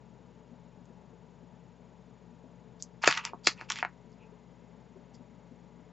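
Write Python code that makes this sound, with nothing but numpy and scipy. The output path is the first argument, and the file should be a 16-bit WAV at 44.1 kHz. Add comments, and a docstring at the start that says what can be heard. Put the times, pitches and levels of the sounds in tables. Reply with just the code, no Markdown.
"""A quiet room: a beaded pendant on its thread is lifted off a lined tray and handled just beside it.
Beads tick, clatter and knock on the hard tray: chattering noise bursts with rebounds, filtered by colour.
In between they scrape along it: random slips, each a brief decaying note. Struck modes ring on.
Behind them: fan noise with hum lines, soft low bumps and a faint pulsing electronic whine."""
import sys
import numpy as np
from scipy import signal
from scipy.fft import rfft, irfft
from scipy.io import wavfile
from scipy.ndimage import uniform_filter1d, minimum_filter1d

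SR = 44100
rng = np.random.default_rng(int(sys.argv[2]) if len(sys.argv) > 2 else 0)


def wrap_up_sound(samples):
    """Save the sound to the file named by the first command line argument, as 16-bit audio."""
    columns = np.atleast_2d(samples).T
    # keep every value between -1 and 1, then stretch to whole-number steps
    tamed = np.clip(columns, -1, 1)
    steps = np.round(tamed * 32767).astype(np.int16)
    wavfile.write(sys.argv[1], SR, steps)


N = 261072
HZ = np.fft.rfftfreq(N, 1 / SR)
TIME = np.arange(N) / SR


def amp(db):
    """Decibels to gain."""
    return 10 ** (np.asarray(db) / 20)


def evened(x):
    """Scales to rms 1."""
    return x / np.sqrt(np.mean(x ** 2) + 1e-20)


def read(points, hz):
    """Interpolates a spectrum table on a log-frequency axis."""
    point_hz, value = np.transpose(points)
    return np.interp(np.log(hz + 1), np.log(point_hz + 1), value)


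def add(mix, start_s, sound):
    """Mixes a sound in at start_s."""
    part = mix[round(start_s * SR):][:len(sound)]
    part += sound[:len(part)]


def lowpassed_drift(rate_hz):
    """Slow random curve of rms 1: noise low-passed near rate_hz."""
    return evened(irfft(rfft(rng.standard_normal(N)) / (1 + (HZ / rate_hz) ** 4), N))


def placed(x, balance):
    """Shares a sound between left and right, band by band."""
    left = amp(read(balance, HZ))
    gains = 2 * np.array([left, np.ones_like(left)]) / (1 + left)
    return irfft(rfft(x) * gains, N)


def causal(points, size=2048):
    """Minimum-phase impulse response of a struck body with this colour."""
    log_gain = np.log(amp(read(points, abs(np.fft.fftfreq(size, 1 / SR)))))
    return np.fft.ifft(np.exp(np.conj(signal.hilbert(log_gain)))).real


def pitched(colour, factor):
    """The same colour, moved up or down in pitch."""
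    return [(hz * factor, db) for hz, db in colour]


# fan and room air, relative density: freq_hz, level_db_per_hz
AIR_SPECTRUM = [(20, -27.5), (60, -22.5), (110, -1), (160, 1), (225, 3), (320, -8.5), (440, -5.5),
                (790, -12.5), (1300, -19), (2200, -24), (3600, -28), (4300, -31.5), (6200, -34),
                (7400, -38)]
# fan housing resonances: freq_hz, width_hz, lift_db
HOUSING_MODES = [(431, 34.2, 6), (597.5, 69.6, 2.5), (868, 44, 9), (954, 71, 3.5)]


def air(level_db=-58, own_db=-10, flutter_db=-0.5, open_db=0.4, band_hz=2080, band_width_hz=110, band_db=-4):
    """Fan noise coloured by its housing; once the hands are away its hiss opens and a faint band stands out."""
    colour_db = read(AIR_SPECTRUM, HZ)
    for hz, width_hz, lift_db in HOUSING_MODES:
        colour_db = colour_db + lift_db / (1 + (2 * (HZ - hz) / width_hz) ** 2)
    # one noise common to both ears, plus a weaker one of each ear's own
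    noise = rng.standard_normal(N) + amp(own_db) * rng.standard_normal((2, N))
    noise = evened(irfft(rfft(noise) * amp(colour_db), N))
    hiss = irfft(rfft(noise) * (1 - 1 / (1 + (HZ / 1800) ** 6)), N)
    band = irfft(rfft(noise) * amp(band_db) * np.exp(-((HZ - band_hz) / band_width_hz) ** 2), N)
    hands_away = np.clip(TIME - 3, 0, 1)
    low = (noise - hiss) * amp(flutter_db * lowpassed_drift(9.2))
    return amp(level_db) * (low + hiss * amp(open_db * hands_away) + band * hands_away)


# mains and motor lines: freq_hz, level_db_rms
HUM_LINES = [(58.2, -69), (120, -73.5), (128.6, -66), (174.4, -61), (240, -71.5), (960, -76.5)]


def hum(waver_rad=.15):
    """Steady sines of the mains and the fan motor, wavering a little in phase."""
    out = np.zeros(N)
    for hz, level_db in HUM_LINES:
        phase = 2 * np.pi * (hz * TIME + rng.random()) + waver_rad * lowpassed_drift(2.2)
        out += amp(level_db) * np.sqrt(2) * np.sin(phase)
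    return out


def whine(hz=6810, width_hz=55, level_db=-85.5, sharp=1.5):
    """Thin electronic whine: a wandering narrow-band tone pulsing 24 times a second."""
    pulse = .5 + .5 * np.cos(2 * np.pi * 24 * (TIME - .0185))
    narrow = irfft(rfft(rng.standard_normal(N)) * np.exp(-((HZ - hz) / width_hz) ** 2), N)
    tone = np.cos(np.angle(signal.hilbert(narrow)))  # level flattened, pitch still wanders
    return amp(level_db) * evened(tone * pulse ** sharp)


# clearest soft low bumps: peak_s, level_db, pitch_hz
BUMP_EVENTS = [(0.21, -60.5, 443), (0.526, -52, 240), (0.902, -58, 233), (1.135, -57.5, 458),
               (1.433, -53.5, 236), (2.445, -51, 257), (4.331, -54, 427), (4.962, -53, 382),
               (5.205, -53, 251), (5.52, -51.5, 236)]
# thud colour, also under bead contacts: freq_hz, level_db
THUD_COLOUR = [(40, -31), (120, -19), (200, -2), (330, 4.5), (600, 1), (780, -11.5), (1150, -40.5),
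               (3000, -70)]
FAINT_BUMP_DB, FAINT_BUMP_HZ = -60, 240


def bumps(rise_s=.011, murk=0.4, faint_count=8):
    """Soft, dull bumps, some faint at random times: a low tone and thud noise that swell and die."""
    t, out = np.arange(SR // 8) / SR, np.zeros(N)
    swell = t / rise_s * np.exp(1 - t / rise_s)
    faint = [(s, FAINT_BUMP_DB, FAINT_BUMP_HZ) for s in rng.uniform(rise_s, N / SR, faint_count)]
    for peak_s, level_db, hz in [*BUMP_EVENTS, *faint]:
        noise = rng.standard_normal(2 * len(t))
        thud = evened(signal.fftconvolve(noise, causal(THUD_COLOUR))[len(t):2 * len(t)])
        body = evened(np.sin(2 * np.pi * hz * t) + murk * thud)
        add(out, peak_s - rise_s, amp(level_db) * swell * body)
    return out


def squeak(peak_s=4.228, length_s=0.032, hz=2580, width_hz=190, level_db=-66):
    """One faint rubbing squeak: narrow-band noise that swells and fades."""
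    rub = evened(irfft(rfft(rng.standard_normal(N)) / (1 + ((HZ - hz) / width_hz) ** 2), N))
    return amp(level_db) * rub * np.exp(-((TIME - peak_s) / length_s) ** 2)


def slips(per_s=1600, spread_db=3.0, cycles=3.5, count=24):
    """Beads catch and slip at random, each with a brief note of its own."""
    t, out = np.arange(1024) / SR, np.zeros(N)
    size = amp(spread_db * np.minimum(rng.exponential(1, N), 3)) * rng.choice([-1, 1], N)
    train = size * (rng.random(N) < per_s / SR)
    bead = rng.integers(0, count, N)
    for k, hz in enumerate(np.geomspace(800, 7000, count)):
        note = np.cos(2 * np.pi * hz * t) * np.exp(-t * hz / cycles)
        note *= np.sqrt(hz / 2500) / np.linalg.norm(note)
        note[0] += .5  # snap of the slip itself
        out += signal.oaconvolve(train * (bead == k), note)[:N]
    return out


# colours of tray clack, bead tick (both also in contacts) and light beads sliding: freq_hz, level_db
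CLACK_COLOUR = [(150, -54.5), (480, -25.5), (740, -7), (900, 3.5), (1300, 0.5), (1950, 2), (2700, 0),
                (3300, -9.5), (4000, -25), (6000, -50), (12000, -69.5)]
TICK_COLOUR = [(600, -53.5), (1800, -29), (2800, -14.5), (3500, -4), (4000, -6.5), (4650, 2), (5300, 1),
               (5800, -2.5), (6500, -4), (7600, -2.5), (8400, -8)]
SLIDE_COLOUR = [(400, -53), (1150, -26.5), (1600, -6.5), (2150, -2), (2600, -2), (3050, -9), (3800, -16),
                (5000, -24), (9000, -56.5)]
# short drags, levels before trim_db: start_s, length_s, scrape_db, rattle_db, light_bead_share_0_to_1
DRAG_STROKES = [(2.792, 0.05, -76, -58.5, .5), (3.015, .18, -27, -35, 0.25),
                (3.159, 0.072, -34.5, -47, 0.2), (3.222, 0.098, -41, -55, 0.24),
                (3.431, .12, -50.5, -40, .2), (3.467, .015, -40, -15.5, 0), (3.553, 0.13, -51, -63.5, 0.3),
                (3.682, 0.087, -43.5, -47, 0.4), (3.743, 0.099, -41, -49, 0.84),
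                (4.11, 0.04, -83, -71.5, .5), (5.132, 0.045, -75, -63, 0.52)]
STROKE_SKEW, STROKE_POWER = .7, 1.8  # speeds up quickly, slows down gently


def drag(trim_db=-2):
    """Each stroke swells and fades; its slips sound through the tray and the beads themselves."""
    grains, out = slips(), np.zeros(N)
    heavy, small, rattle = (evened(signal.oaconvolve(grains, causal(colour))[:N])
                            for colour in (CLACK_COLOUR, SLIDE_COLOUR, TICK_COLOUR))
    for start_s, length_s, scrape_db, rattle_db, light in DRAG_STROKES:
        now = (TIME >= start_s) & (TIME < start_s + length_s)
        progress = (TIME[now] - start_s) / length_s
        speed = abs(np.sin(np.pi * progress ** STROKE_SKEW)) ** STROKE_POWER
        scrape = np.sqrt(1 - light) * heavy[now] + np.sqrt(light) * small[now]
        out[now] += speed * (amp(scrape_db) * scrape + amp(rattle_db) * rattle[now])
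    return amp(trim_db) * out


def chatter(die_s, size=2048):
    """A burst of micro-bounces, partly evened in colour, that dies away."""
    fade = np.exp(-np.arange(size) / SR / die_s)
    burst = rng.standard_normal(size) * fade
    # the shorter the contact, the nearer to one clean pulse
    burst[0] += 4 * np.exp(-die_s / 0.0014) * np.linalg.norm(burst)
    spectrum = rfft(burst)
    return irfft(spectrum / (abs(spectrum) + 1e-9) ** 0.19) * np.sqrt(fade)


REBOUND_S, REBOUND_DB, REBOUND_SHRINK = .008, -17, .65  # first mean gap, level step, gap ratio


def bouncing(die_s, count=2):
    """A contact and its rebounds, each weaker and tending to come sooner."""
    out, at_s, gap_s = np.zeros(SR // 8), 0, REBOUND_S
    for k in range(count + 1):
        burst = chatter(die_s)
        add(out, at_s, amp(k * REBOUND_DB) * burst / np.linalg.norm(burst))
        at_s += gap_s * rng.uniform(.8, 1.2)
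        gap_s *= REBOUND_SHRINK
    return out


# clearest bead contacts (tray, bead on bead, support): start_s, clack_db, tick_db, thud_db, pitch_factor
BEAD_CONTACTS = [(0.856, -80, -66.5, -78, 1.6), (2.8246, -88.5, -31, -63.5, 1.57),
                 (3.039, -23.5, -46, -49.5, 0.81), (3.044, -26.5, -37, -48.5, 1.18),
                 (3.0757, -16.5, -16.5, -17.5, 0.96), (3.0773, -15, -21.5, -29, 0.92),
                 (3.1119, -28.5, -30, -56, 1.06), (3.1257, -27, -42, -58.5, 1.38),
                 (3.1741, -31.5, -38, -55.5, 1.27), (3.1766, -30, -37.5, -66, 1.27),
                 (3.2518, -33.5, -29.5, -71, 1.03), (3.334, -35.5, -80, -48, 0.41),
                 (3.344, -41, -79, -41.5, 0.41), (3.4717, -17.5, -16, -27.5, 0.92),
                 (3.475, -32, -24, -52, 1.02), (3.612, -39.5, -50, -51, 0.85),
                 (3.62, -49, -64, -52.5, 0.85), (3.7016, -34, -27.5, -50, 1.2),
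                 (3.705, -29, -48, -69, 1.14), (3.7159, -36.5, -45, -60, 1.3),
                 (3.7208, -34.5, -31, -62, 1.28), (3.7585, -41, -45, -62, 1.34),
                 (3.788, -39.5, -44, -60, 1.18), (3.8277, -23.5, -54, -43.5, .82),
                 (3.8495, -28, -51, -47, 0.8)]
CONTACT_S, SOFTNESS_PER_DB, SHORTEST_S = .0016, -0.0044, .0009  # more clack than tick: shorter chatter
TICK_FOLLOW = .75  # exponent: how closely tick pitch follows clack pitch


def contacts():
    """Each contact is a few ms of chatter and two rebounds, heard as thud, clack and tick."""
    out = np.zeros(N)
    span = .004 * SR  # samples over which the levels are rms
    for start_s, clack_db, tick_db, thud_db, pitch in BEAD_CONTACTS:
        die_s = max(CONTACT_S * np.exp(SOFTNESS_PER_DB * (clack_db - tick_db)), SHORTEST_S)
        burst = bouncing(die_s)
        layers = ((THUD_COLOUR, 1, thud_db), (CLACK_COLOUR, pitch, clack_db),
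                  (TICK_COLOUR, pitch ** TICK_FOLLOW, tick_db))
        for colour, factor, level_db in layers:
            blow = signal.fftconvolve(burst, causal(pitched(colour, factor)))
            add(out, start_s, amp(level_db) * np.sqrt(span) * blow / np.linalg.norm(blow))
    return out


# modes of beadwork and tray, relative levels: freq_hz, level_db, t60_s
RING_MODES = [(144.2, 9, 0.16), (889, -6, 0.041), (1114, -12.5, 0.053), (1514.6, -5.5, 0.063),
              (1960, -3, .08), (2734, -19.5, 0.073), (3480, -7, 0.065), (3750, -4.5, .07),
              (4387, -12.5, 0.05), (4900, -15, .04), (5684, -12.5, 0.044), (5850, -11.5, 0.066),
              (7060, 0.5, 0.071), (7280, -13, .04)]


def ring(x, ring_db=-17):
    """Every blow sets the same decaying modes ringing."""
    t = np.arange(SR // 3) / SR
    modes = sum(amp(db - 60 * t / t60_s) * np.sin(2 * np.pi * hz * t) for hz, db, t60_s in RING_MODES)
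    return signal.oaconvolve(x, modes * amp(ring_db) / np.linalg.norm(modes))[:N]


# how unlike the two ears hear the beads: freq_hz, side_db
EAR_WIDTH = [(150, -14), (500, -7), (1000, -7), (2000, -21), (5000, -24)]


def tabletop(x, delay_s=0.00046, die_s=0.0033):
    """Reflections from the table and hands, opposite in sign at the two ears."""
    bounce = np.zeros(SR // 10)
    add(bounce, delay_s, chatter(die_s))
    side = signal.oaconvolve(x, bounce / np.linalg.norm(bounce))[:N]
    return np.array([[1], [-1]]) * signal.oaconvolve(side, causal(EAR_WIDTH))[:N]


# room decay: freq_hz, t60_s
ROOM_DECAY = [(150, 0.122), (450, 0.049), (900, 0.13), (2500, 0.11), (5000, 0.11), (8000, 0.062)]


def room(x, wet_db=-11, apart=0.1464):
    """A small furnished room: sparse reflections, nearly alike at both ears."""
    t = np.arange(SR // 2) / SR
    taps = rng.choice([-1, 1], (2, len(t))) * (rng.random((2, len(t))) < 3000 / SR) * (t > .003)
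    hz, at_s, bins = signal.stft(taps, SR, nperseg=256)
    decay = amp(-60 * at_s / read(ROOM_DECAY, hz)[:, None])
    tails = signal.istft(bins * decay, SR, nperseg=256)[1]
    mid, side = signal.fftconvolve(x[None], tails / np.linalg.norm(tails[0]), axes=1)[:, :N]
    return amp(wet_db) * np.array([mid + apart * side, mid - apart * side])


# background and bead balance: freq_hz, left_minus_right_db
AIR_BALANCE = [(60, 9.5), (180, 12), (540, 8.5), (930, 8), (1600, 1), (4000, 1.5)]
BEAD_BALANCE = [(150, -2), (400, 2.5), (1200, 1.5), (2500, -0.5), (5000, 0.96)]


def scene():
    """Beads in front, the fan and other background off to the left."""
    background = placed(air() + hum() + whine() + bumps(), AIR_BALANCE)
    beads = squeak() + drag() + contacts()
    beads = beads + ring(beads)
    near = placed(beads + tabletop(beads) + room(beads), BEAD_BALANCE)
    return background + near


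EDGE_HZ, TOP_HZ = 7740, 15700  # low-pass before and after the limiter


def record(dry, ceiling=.7):
    """A narrow-band microphone; a quick limiter holds the hardest knocks and makes them spit a little."""
    edge = signal.firwin(201, EDGE_HZ, window=("kaiser", 7), fs=SR)
    heard = signal.oaconvolve(dry, edge[None], "same")
    gain = ceiling / np.maximum(abs(heard).max(0), ceiling)
    gain = uniform_filter1d(minimum_filter1d(gain, size=15), size=15)
    top = signal.firwin(201, TOP_HZ, window=("kaiser", 7), fs=SR)
    return signal.oaconvolve(heard * gain, top[None], "same")


dry = scene()
out = record(dry)
wrap_up_sound(out)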